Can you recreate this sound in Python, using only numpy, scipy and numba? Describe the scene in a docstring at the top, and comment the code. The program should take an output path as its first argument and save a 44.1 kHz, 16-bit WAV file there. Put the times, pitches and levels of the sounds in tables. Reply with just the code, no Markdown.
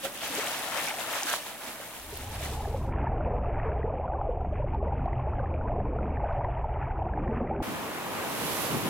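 """Bubbling wash and spray break from the bow of a sailing yacht: trapped air rings as bubbles, and
droplets patter over hissing foam. The sound dissolves to a camera towed under water, where eddies shake
its pole, bubbles gurgle dully through the housing and dolphins whistle and click faintly. Then it is
abruptly back on deck, in wind and the hiss of a long wave. Each bubble is a damped oscillator."""
import sys
import numpy as np
from scipy import signal
from scipy.fft import rfft, irfft
from scipy.io import wavfile
from scipy.ndimage import uniform_filter1d
from numba import njit

SR = 44100
rng = np.random.default_rng(int(sys.argv[2]) if len(sys.argv) > 2 else 0)


def wrap_up_sound(samples):
    """Save the sound to the file named by the first command line argument, as 16-bit audio."""
    columns = np.atleast_2d(samples).T
    # keep every value between -1 and 1, then stretch to whole-number steps
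    tamed = np.clip(columns, -1, 1)
    steps = np.round(tamed * 32767).astype(np.int16)
    wavfile.write(sys.argv[1], SR, steps)


N = 392049
T = np.arange(N) / SR
HZ = np.maximum(np.fft.rfftfreq(N, 1 / SR), 1)


def undb(db):
    """Amplitude ratio of a level in decibels."""
    return 10 ** (np.asarray(db) / 20)


def unit(x):
    """Normalisation to an rms of 1."""
    return x / np.sqrt(np.mean(x ** 2))


def curves(rows):
    """Linear interpolation of each column over the times in the first."""
    times, *columns = np.transpose(rows)
    return [np.interp(T, times, column) for column in columns]


def over_hz(points):
    """Interpolation of (frequency [Hz], value) points on a logarithmic frequency axis."""
    hz, value = np.transpose(points)
    return np.interp(np.log(HZ), np.log(hz), value)


def shape(x, gain):
    """Linear filtering: the spectrum is multiplied by a gain per frequency."""
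    return irfft(rfft(x) * gain, N)


def band(lo_hz, hi_hz, order=6):
    """Magnitude response of a Butterworth high-pass and low-pass in series."""
    return ((1 + (lo_hz / HZ) ** (2 * order)) * (1 + (HZ / hi_hz) ** (2 * order))) ** -.5


def wander(rate):
    """Smooth random modulation of rms 1, with `rate` new values a second."""
    hold = int(SR / rate)
    steps = np.repeat(rng.standard_normal(N // hold + 2), hold)
    return unit(uniform_filter1d(steps[rng.integers(hold):][:N], hold))


@njit
def ring(times, hz, cycles, size, glide):
    """Damped oscillation: each bubble swells quickly and decays, its pitch rising by the share `glide`."""
    out = np.zeros(N)
    for k in range(len(times)):
        start, length = int(times[k] * SR), int(cycles[k] * SR / hz[k]) + 2
        phase = 0.
        for i in range(min(length, N - start)):
            age = i / length
            phase += 2 * np.pi * hz[k] * (1 + glide * (age - .15)) / SR
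            envelope = 2.3 * (1 - np.exp(-18 * age)) * np.exp(-7 * age)
            out[start + i] += size[k] * envelope * np.sin(phase)
    return out


def bubbles(rate, lo_hz, hi_hz, cycles, spread_db, glide=0.24):
    """Random superposition of bubbles, a few of them loud, at the spectral density of unit white noise."""
    when, pitch, sustain, luck = rng.random((int(rate * N / SR), 4)).T
    hz = lo_hz * (hi_hz / lo_hz) ** pitch
    size = hz * undb(-spread_db * np.log(luck + .01))
    cloud = ring(when * N / SR, hz, cycles * (.5 + sustain), size, glide)
    return unit(cloud) * np.sqrt(2 * (hi_hz - lo_hz) / SR)


# Contour of one whistle: (time from onset [s], frequency [Hz], relative level [dB])
WHISTLE_CONTOUR = [(0, 10050, -16), (.05, 9550, -10), (.11, 8650, -11), (.16, 7800, -11), (.22, 7400, -2),
                   (.31, 6900, -1), (.37, 6300, 0), (.405, 6150, -1), (.44, 7400, -18)]
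# Dolphin calls: (onset [s], gain [dB], frequency ratio [1])
DOLPHIN_CALLS = [(4.13, -82, 1), (4.935, -87.5, .975)]


def dolphin_whistles():
    """Frequency modulation: a faint, wavering, falling whistle sounds twice, with a surface reflection."""
    direct = 0
    for start, call_db, pitch in DOLPHIN_CALLS:
        hz, db = curves([(start + s, hz, db) for s, hz, db in WHISTLE_CONTOUR])
        phase = 2 * np.pi * np.cumsum(pitch * hz * (1 + .005 * wander(200))) / SR
        waver = undb(3 * wander(50) - 5)
        sounding = (T > start) & (T < start + WHISTLE_CONTOUR[-1][0])
        direct = direct + np.sin(phase) * undb(call_db + db) * waver * sounding
    reflection = undb(-9) * np.roll(direct, int(.012 * SR))
    return direct + reflection


# Modes of the camera pole: (frequency [Hz], nominal width [Hz], relative level [dB])
POLE_MODES = [(29.5, 31, -2), (57, 27, 0), (76.3, 23, 0.5), (106, 5, -2), (126.5, 18, -4)]
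# Rumble of the flow past the pole: (time [s], level [dB])
FLOW_LEVELS = [(2.2, -31), (2.84, -30.5), (2.93, -30), (3.86, -31), (3.94, -35.5), (4.64, -30),
               (7.36, -32.5), (7.48, -38.5), (7.6, -34.5)]


def pole_rumble():
    """Forced vibration: eddies buffet the camera pole, which booms in its low modes."""
    power = sum(undb(2 * db) / (1 + ((HZ ** 2 - hz ** 2) / (HZ * width)) ** 2) ** 1.93
                for hz, width, db in POLE_MODES)
    boom = unit(shape(rng.standard_normal(N), np.sqrt(power)))
    # the steady tow keeps the buffeting even from moment to moment
    running_rms = np.sqrt(uniform_filter1d(uniform_filter1d(boom ** 2, size=3000), size=1500))
    flow_db, = curves(FLOW_LEVELS)
    return boom / running_rms * undb(flow_db)


# Transmission through the housing: (frequency [Hz], relative gain [dB])
HOUSING_RESPONSE = [(60, -27), (170, -11.5), (245, -14), (330, -15.5), (520, -15.5), (700, -12.5),
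                    (880, -11), (1100, -23), (1350, -28), (2400, -36.5), (2900, -48), (3400, -59.5),
                    (4000, -76), (6000, -82.5)]
# Large air pockets churning round the pole: (time [s], level [dB])
CHURN_LEVELS = [(2.7, -43), (2.93, -39.5), (3.72, -42.5), (4.04, -47.5), (5.0, -38.5), (5.1, -44.5),
                (5.75, -41), (5.93, -37.5), (6.07, -37), (6.22, -47), (6.8, -49), (7.12, -42.5),
                (7.41, -35.5), (7.6, -35.5)]
# Bubble trains shed by the pole: (time [s], gain [dB], frequency [Hz])
BUBBLE_TRAINS = [(2.6, -37, 918), (2.7, -35.5, 490), (2.82, -40.5, 601), (2.93, -34, 782), (3.08, -38, 818),
                 (3.26, -33.5, 585), (3.6, -36, 716), (3.65, -35.5, 486), (4.21, -34, 747),
                 (4.31, -35.5, 539), (4.39, -38, 688), (4.52, -41.5, 642), (4.79, -41, 697),
                 (4.86, -34, 568), (4.98, -41, 735), (5.1, -36.5, 716), (5.33, -38, 717), (5.57, -37, 660),
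                 (5.73, -33.5, 750), (5.9, -38.5, 493), (6.03, -36.5, 741), (6.15, -37.5, 750),
                 (6.24, -34.5, 681), (6.41, -34.5, 705), (6.49, -36, 776), (7.16, -37, 796),
                 (7.34, -34, 485), (7.4, -33, 648), (7.58, -38, 630)]
# Fizz of small bubbles: (time [s], level [dB])
FIZZ_LEVELS = [(2.8, -57.5), (3.08, -47), (3.42, -54), (3.65, -46.5), (3.97, -59), (4.2, -56.5),
               (4.32, -65.5), (4.6, -56), (4.85, -58), (5.06, -56.5), (5.42, -54.5), (5.74, -57.5),
               (5.95, -58.5), (6.17, -49.5), (6.34, -50.5), (6.65, -55), (6.82, -46.5), (7.03, -57.5),
               (7.35, -50), (7.6, -53)]


def gurgle():
    """Transmission loss: the housing dulls the churn, gurgle and fizz of air dragged down by the pole."""
    churn_db, = curves(CHURN_LEVELS)
    gurgle_db, train_hz = curves(BUBBLE_TRAINS)
    fizz_db, = curves(FIZZ_LEVELS)
    wall = undb(over_hz(HOUSING_RESPONSE))
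    large = bubbles(rate=350, lo_hz=129.8, hi_hz=1311, cycles=38, spread_db=2.5)
    small = bubbles(rate=800, lo_hz=1320, hi_hz=3400, cycles=16, spread_db=3.7, glide=.08)
    cloud = large + small + undb(-3) * rng.standard_normal(N)
    bands_hz = [(100, 420), (420, 1200), (1200, 2600), (2600, 14000)]
    churn, rush, fizz, fine = (unit(shape(cloud, wall * band(lo, hi, order=8))) for lo, hi in bands_hz)
    # bubbles shed together, 110 a second, are of nearly one size
    when, luck, scatter = rng.random((int(110 * N / SR), 3)).T
    hz = train_hz[(when * (N - 1)).astype(int)] * 2 ** (.75 * (scatter - .55))
    train = ring(when * N / SR, hz, cycles=22 + 20 * luck, size=undb(2 * luck), glide=0.13)
    gurgling = (undb(-4.5) * rush + undb(-5) * unit(shape(train, wall))) * undb(gurgle_db)
    fine_db = -66.5 + 0.13 * (fizz_db - fizz_db.mean())  # the smallest follow the fizz only weakly
    clusters = undb(2 * wander(rate=32))  # small bubbles arrive in clusters
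    fizzing = (fizz * undb(fizz_db) + fine * undb(fine_db)) * clusters
    return churn * undb(churn_db) + gurgling + fizzing


# Large bubbles plopping against the housing: (time [s], level [dB], frequency [Hz])
HOUSING_PLOPS = [(2.407, -24.5, 644), (2.606, -25, 824), (2.65, -34.5, 1689), (2.655, -26.5, 810),
                 (2.676, -26, 419), (2.744, -24, 535), (2.889, -37.5, 1300), (2.978, -29, 800),
                 (3.042, -26, 689), (3.069, -23.5, 910), (3.072, -34.5, 1690), (3.118, -26.5, 730),
                 (3.207, -29.5, 605), (3.207, -35, 1380), (3.264, -30, 525), (3.282, -29.5, 699),
                 (3.337, -29, 727), (3.357, -33, 576), (3.599, -33, 1850), (3.659, -24.5, 443),
                 (3.718, -35, 1620), (3.794, -28.5, 450), (3.83, -37, 1900), (3.84, -25, 430),
                 (3.876, -30, 510), (3.899, -25.5, 640), (3.997, -27.5, 578), (4.055, -28, 708),
                 (4.078, -37, 1380), (4.098, -26.5, 753), (4.136, -39, 1510), (4.145, -25, 750),
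                 (4.213, -22.5, 792), (4.213, -34, 1248), (4.27, -26, 666), (4.288, -22.5, 507),
                 (4.372, -26, 713), (4.407, -42, 1315), (4.413, -29, 743), (4.446, -27, 721),
                 (4.448, -45, 1350), (4.525, -27, 590), (4.598, -25, 590), (4.641, -24.5, 570),
                 (4.734, -29, 877), (4.746, -24, 877), (4.827, -24, 632), (4.843, -33, 446),
                 (4.868, -27.5, 556), (4.881, -42, 1940), (4.911, -43.5, 1360), (4.921, -25, 810),
                 (4.931, -26.5, 795), (4.993, -40, 1400), (5.057, -25.5, 702), (5.079, -26.5, 757),
                 (5.131, -36, 2010), (5.27, -27, 644), (5.334, -35, 1300), (5.393, -34.5, 1540),
                 (5.399, -29, 526), (5.458, -39.5, 1750), (5.54, -38.5, 2380), (5.611, -37, 1446),
                 (5.682, -39, 1515), (5.717, -27.5, 840), (5.762, -26.5, 684), (5.782, -28.5, 408),
                 (5.801, -24, 702), (5.801, -41, 1720), (5.961, -27, 698), (5.987, -32, 1346),
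                 (6.171, -37, 1740), (6.202, -28, 850), (6.238, -25.5, 680), (6.256, -38, 1570),
                 (6.292, -28, 680), (6.305, -26.5, 666), (6.31, -33.5, 1475), (6.349, -25, 750),
                 (6.391, -29, 670), (6.408, -27, 930), (6.446, -34.5, 1900), (6.446, -26, 980),
                 (6.484, -25, 680), (6.642, -25.5, 885), (6.825, -37, 1400), (6.908, -38, 1525),
                 (6.99, -29, 792), (7.019, -24.5, 740), (7.065, -24.5, 733), (7.086, -38, 1375),
                 (7.136, -34, 1650), (7.175, -24, 790), (7.197, -30, 305), (7.278, -36.5, 1800),
                 (7.284, -27.5, 225), (7.313, -28.5, 446), (7.368, -26, 234), (7.41, -26, 240),
                 (7.416, -34, 742), (7.474, -38, 2020), (7.5, -26, 588), (7.51, -23.5, 773),
                 (7.602, -25, 820)]
# Sharp ticks under water, and two faint, high bursts of dolphin clicks (at 6.625 s and 7.025 s):
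# (time [s], level [dB], frequency [Hz], duration [cycles])
TICKS_AND_CLICKS = [(3.656, -53, 2000, 3.2), (4.746, -42.5, 2000, 3.2), (5.058, -40, 1990, 3.6),
                    (5.402, -50, 2010, 2.8), (6.329, -43, 2000, 3.5), (6.447, -46, 2000, 3.2),
                    (6.625, -68, 7500, 45), (7.025, -69.5, 7200, 18), (7.358, -63, 4280, 5),
                    (7.423, -61.5, 2000, 3.2)]


def plops_and_clicks():
    """Damped transients: bubbles plop on the housing amid sharp ticks, dolphin clicks and faint crackle."""
    times, db, hz = np.array(HOUSING_PLOPS, float).T.copy()
    plops = ring(times, hz, cycles=rng.uniform(20.313, 29.463, len(times)), size=undb(db), glide=0.11)
    times, db, hz, cycles = np.array(TICKS_AND_CLICKS, float).T.copy()
    clicks = ring(times, hz, cycles, undb(db), glide=0.12)
    crackle = unit(bubbles(rate=60, lo_hz=3500, hi_hz=8000, cycles=7, spread_db=3.5)) * undb(-102)
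    return shape(plops, band(100, 3900, order=8)) + shape(clicks + crackle, band(500, 9000, order=4))


# Likeness of the two deck microphones: (frequency [Hz], correlation before scaling by `likeness` [1])
DECK_CORRELATION = [(60, .7), (130, .6), (300, 0.75), (650, 0.95), (1400, 0.84), (3100, 0.12), (7000, .02)]


def stereo_pair(source, likeness):
    """Partial coherence: two draws of a source mix to channels alike in the bass, unlike in the treble."""
    correlation = np.clip(likeness * over_hz(DECK_CORRELATION), -.99, .99)
    mid = shape(source(), np.sqrt(1 + correlation))
    side = shape(source(), np.sqrt(1 - correlation))
    return np.array([mid + side, mid - side])


# Waves breaking beside the boat: (crest time [s], slosh level [dB], wash level [dB], spray level [dB],
# rise constant [s], decay constant [s], left minus right [dB])
WAVE_CRESTS = [(0.053, -42, -39, -35.5, 0.022, 0.027, -3), (0.235, -49.5, -41, -37.5, 0.075, 0.37, 0),
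               (0.33, -54, -50, -47, 0.04, 0.09, 0.5), (0.39, -50.5, -37, -36, 0.12, 0.33, 2.5),
               (0.59, -52, -46, -41.5, 0.088, 0.04, -10), (0.785, -50, -34.5, -34.5, 0.17, 0.11, 4),
               (0.84, -52, -38.5, -35.5, 0.04, 0.11, 0), (1.0, -50.5, -40, -41.5, 0.056, 0.22, 5),
               (1.165, -62, -34, -33.5, 0.081, 0.074, 0.5), (1.295, -67, -36.5, -30.5, 0.062, 0.04, -0.5),
               (1.333, -65, -35, -31.5, 0.019, 0.045, -1), (1.467, -70, -49, -42.5, 0.034, 0.068, -2),
               (1.68, -55, -44.5, -43, 0.08, 0.13, -2.5), (2.15, -62, -70, -43.5, 0.096, 0.24, -1),
               (2.44, -41.5, -37, -34, 0.12, 0.22, -0.5), (2.84, -45.5, -47.5, -40, 0.19, 0.15, 0),
               (7.69, -36.5, -56.5, -53.5, 0.025, 0.088, -6.5), (8.17, -54, -37.5, -54, 0.084, 0.21, 1),
               (8.47, -41, -39, -37.5, 0.27, 0.73, -3.5), (8.645, -57, -40.5, -38, 0.19, 0.12, -5),
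               (8.742, -28, -36, -48, 0.028, 0.046, -1), (8.86, -33, -38, -43, 0.035, 0.07, 4)]


def water_levels(steady_db):
    """Power addition of waves and steady water: slosh, wash and spray levels [dB] at each microphone."""
    crest_s, slosh_db, wash_db, spray_db, rise_s, fall_s, pan_db = np.transpose(WAVE_CRESTS)
    age = T - crest_s[:, None]
    from_crest = np.maximum(-age / rise_s[:, None], age / fall_s[:, None])  # in time constants
    swells = np.exp(-np.minimum(from_crest, 20))
    sides_db = np.array([pan_db, -pan_db]) / 2
    crests = undb([[slosh_db, slosh_db], wash_db + sides_db, spray_db + sides_db])
    return 10 * np.log10(undb(steady_db)[:, None, None] ** 2 + crests ** 2 @ swells ** 2)


def breaking_waves(spectrum, levels_db, bubble_db, drop_db, flicker_db, likeness):
    """Incoherent sources add: heavy water sloshes, entrained bubbles ring, drops patter, foam hisses."""
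    def water():
        ringing = bubbles(rate=600, lo_hz=220.7, hi_hz=4080, cycles=27.3, spread_db=1)
        patter = bubbles(rate=1800, lo_hz=2090, hi_hz=15300, cycles=8.8, spread_db=3.5)
        return rng.standard_normal(N) + undb(bubble_db) * ringing + undb(drop_db) * patter
    surf = stereo_pair(water, likeness)
    surge = wander(35)
    slosh_band, spray_band = band(20, 400, order=3) ** 2, band(3000, 40000, order=3) ** 2
    wash_band = np.clip(1 - slosh_band - spray_band, 0, 1) * band(100, 40000)
    out = 0
    for gain, db in zip([slosh_band, wash_band, spray_band], levels_db):
        flicker = flicker_db * (surge + wander(25))  # partly shared, partly each band's own
        out = out + unit(shape(surf, undb(over_hz(spectrum)) * gain)) * undb(db + flicker)
    return out


# Spectrum of wind and water along the hull: (frequency [Hz], relative level [dB])
HULL_SPECTRUM = [(18, -44), (30, -22), (100, 0.5), (239, 3.5), (449, -3), (702, -5.5), (1070, -5),
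                 (1280, -9.5), (2540, -14), (4780, -22.5), (8300, -24), (11100, -24), (14800, -24),
                 (16000, -30)]


def hull_wave():
    """Broadband noise: wind and a long wave run along the side, and the foam sizzles at the crest."""
    steady_slosh_db, steady_wash_db, steady_spray_db = -44.5, -37, -44.5
    levels_db = water_levels([steady_slosh_db, steady_wash_db, steady_spray_db])
    wave = breaking_waves(HULL_SPECTRUM, levels_db,
                          bubble_db=-8.5, drop_db=-7.5, flicker_db=0.08, likeness=0.75)
    foam = stereo_pair(
        lambda: bubbles(rate=3200, lo_hz=10100, hi_hz=12800, cycles=24, spread_db=4, glide=.05),
        likeness=.5)
    sizzle_db = -55.5 + 1.6 * (levels_db[2] - steady_spray_db)  # grows faster than the spray
    left, right = wave + unit(foam) * undb(sizzle_db)
    return np.array([np.roll(left, 4), right])  # later on the left, so heard a little to the right


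# Bubble swarms in the bow wave: (onset [s], level [dB], centre frequency [Hz], duration [s])
BUBBLE_SWARMS = [(0.038, -41, 3100, 0.032), (0.172, -45, 3060, 0.063), (0.288, -46.5, 279, 0.092),
                 (0.394, -38, 2000, 0.022), (0.74, -38, 1010, 0.024), (.762, -39.5, 1900, .065),
                 (0.871, -36.5, 2220, .04), (0.979, -41, 766, .035), (1.236, -42, 292, 0.017),
                 (1.265, -38, 1540, 0.069), (1.81, -49, 1470, 0.025)]


def swarms(count=12, spread_octaves=0.31, mean_cycles=18):
    """Bubble resonance: trapped air breaks into swarms of nearly one size, hence nearly one pitch."""
    out = 0
    for start, db, centre_hz, length_s in BUBBLE_SWARMS:
        when, scatter, luck = rng.random((3, count))
        times = start + length_s * (np.arange(count) + when) / count
        hz = centre_hz * 2 ** (spread_octaves * (scatter - .5))
        swarm = ring(times, hz, mean_cycles * (.5 + luck), size=.5 + luck, glide=0.1)
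        rms = np.sqrt(np.sum(swarm ** 2) / (length_s * SR))
        out = out + swarm / rms * undb(db)
    return out


# Slaps and drops near by: (time [s], level [dB], frequency [Hz], duration [cycles])
WATER_SLAPS = [(.036, -30.5, 547, 89), (.047, -35, 745, 30), (.051, -38, 1343, 45), (.225, -31.5, 670, 29),
               (.352, -15, 6980, 6), (.38, -24, 421, 30), (.391, -30, 580, 24), (.445, -24, 6500, 7),
               (.482, -32, 690, 22), (.512, -31, 590, 28), (.608, -32.5, 770, 22), (.685, -29.5, 740, 25),
               (.753, -38, 854, 22), (0.777, -27, 3000, 4), (0.842, -22, 6030, 5), (.912, -29, 864, 28),
               (.938, -29.5, 742, 25), (.988, -32.5, 670, 30), (1.225, -28, 817, 20),
               (1.233, -12.5, 6500, 10), (1.282, -28.5, 1624, 27), (1.289, -19.5, 9020, 7.3),
               (1.311, -29.5, 1550, 33), (1.338, -18.5, 1000, 11), (1.3378, -18, 1630, 10),
               (1.339, -25.5, 643, 8), (1.464, -31, 846, 9), (1.553, -35, 780, 13), (1.8, -33, 545, 12.6),
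               (2.125, -26.5, 407, 21), (2.172, -24, 12400, 90), (2.541, -21, 7000, 7)]


def slaps():
    """Impact transients: water slaps and drops land, each ringing briefly."""
    times, db, hz, cycles = np.array(WATER_SLAPS, float).T.copy()
    return shape(ring(times, hz, cycles, undb(db), glide=0.2), band(520, 19930, order=3))


# Spectrum of the bow wave: (frequency [Hz], relative level [dB])
BOW_SPECTRUM = [(18, -59.5), (30, -23), (103, -12.5), (179, -10), (215, -9), (280, -7), (355, -7.5),
                (415, -7), (473, -2.5), (600, 4), (1760, 0), (4650, -18), (10800, -20), (16000, -25)]


def bow_wave():
    """Air entrainment: the bow throws wave after wave, and the finest bubbles burst in the foam."""
    levels_db = water_levels(steady_db=[-53.5, -47.5, -48])
    wave = breaking_waves(BOW_SPECTRUM, levels_db,
                          bubble_db=-4, drop_db=0.5, flicker_db=0.8, likeness=0.95)
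    foam = stereo_pair(lambda: bubbles(rate=3700, lo_hz=8300, hi_hz=14800, cycles=7.2, spread_db=3),
                       likeness=0.6)
    swarming = stereo_pair(swarms, likeness=0.8) / np.sqrt(2)
    left, right = wave + unit(foam) * undb(-48) + swarming + slaps()
    return np.array([left, np.roll(right, 2)])  # later on the right, so heard slightly to the left


def scene():
    """Crossfades: the deck dissolves to single-channel sound under water, then returns abruptly."""
    dive_s, dissolve_s, surface_s, cut_s = 1.945, 1, 7.622, 0.005
    dived = np.clip((T - dive_s) / dissolve_s, 0, 1)
    surfaced = np.clip((T - surface_s) / cut_s, 0, 1)
    underwater = pole_rumble() + gurgle() + plops_and_clicks() + dolphin_whistles()
    return (1 - dived) * bow_wave() + dived * (1 - surfaced) * underwater + surfaced * hull_wave()


def record(dry, cutoff_hz=15900):
    """Band limiting: the camera's steep low-pass filter removes the highest treble."""
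    return signal.sosfilt(signal.ellip(10, .1, 80, cutoff_hz, fs=SR, output="sos"), dry)


dry = scene()
out = record(dry)
wrap_up_sound(out)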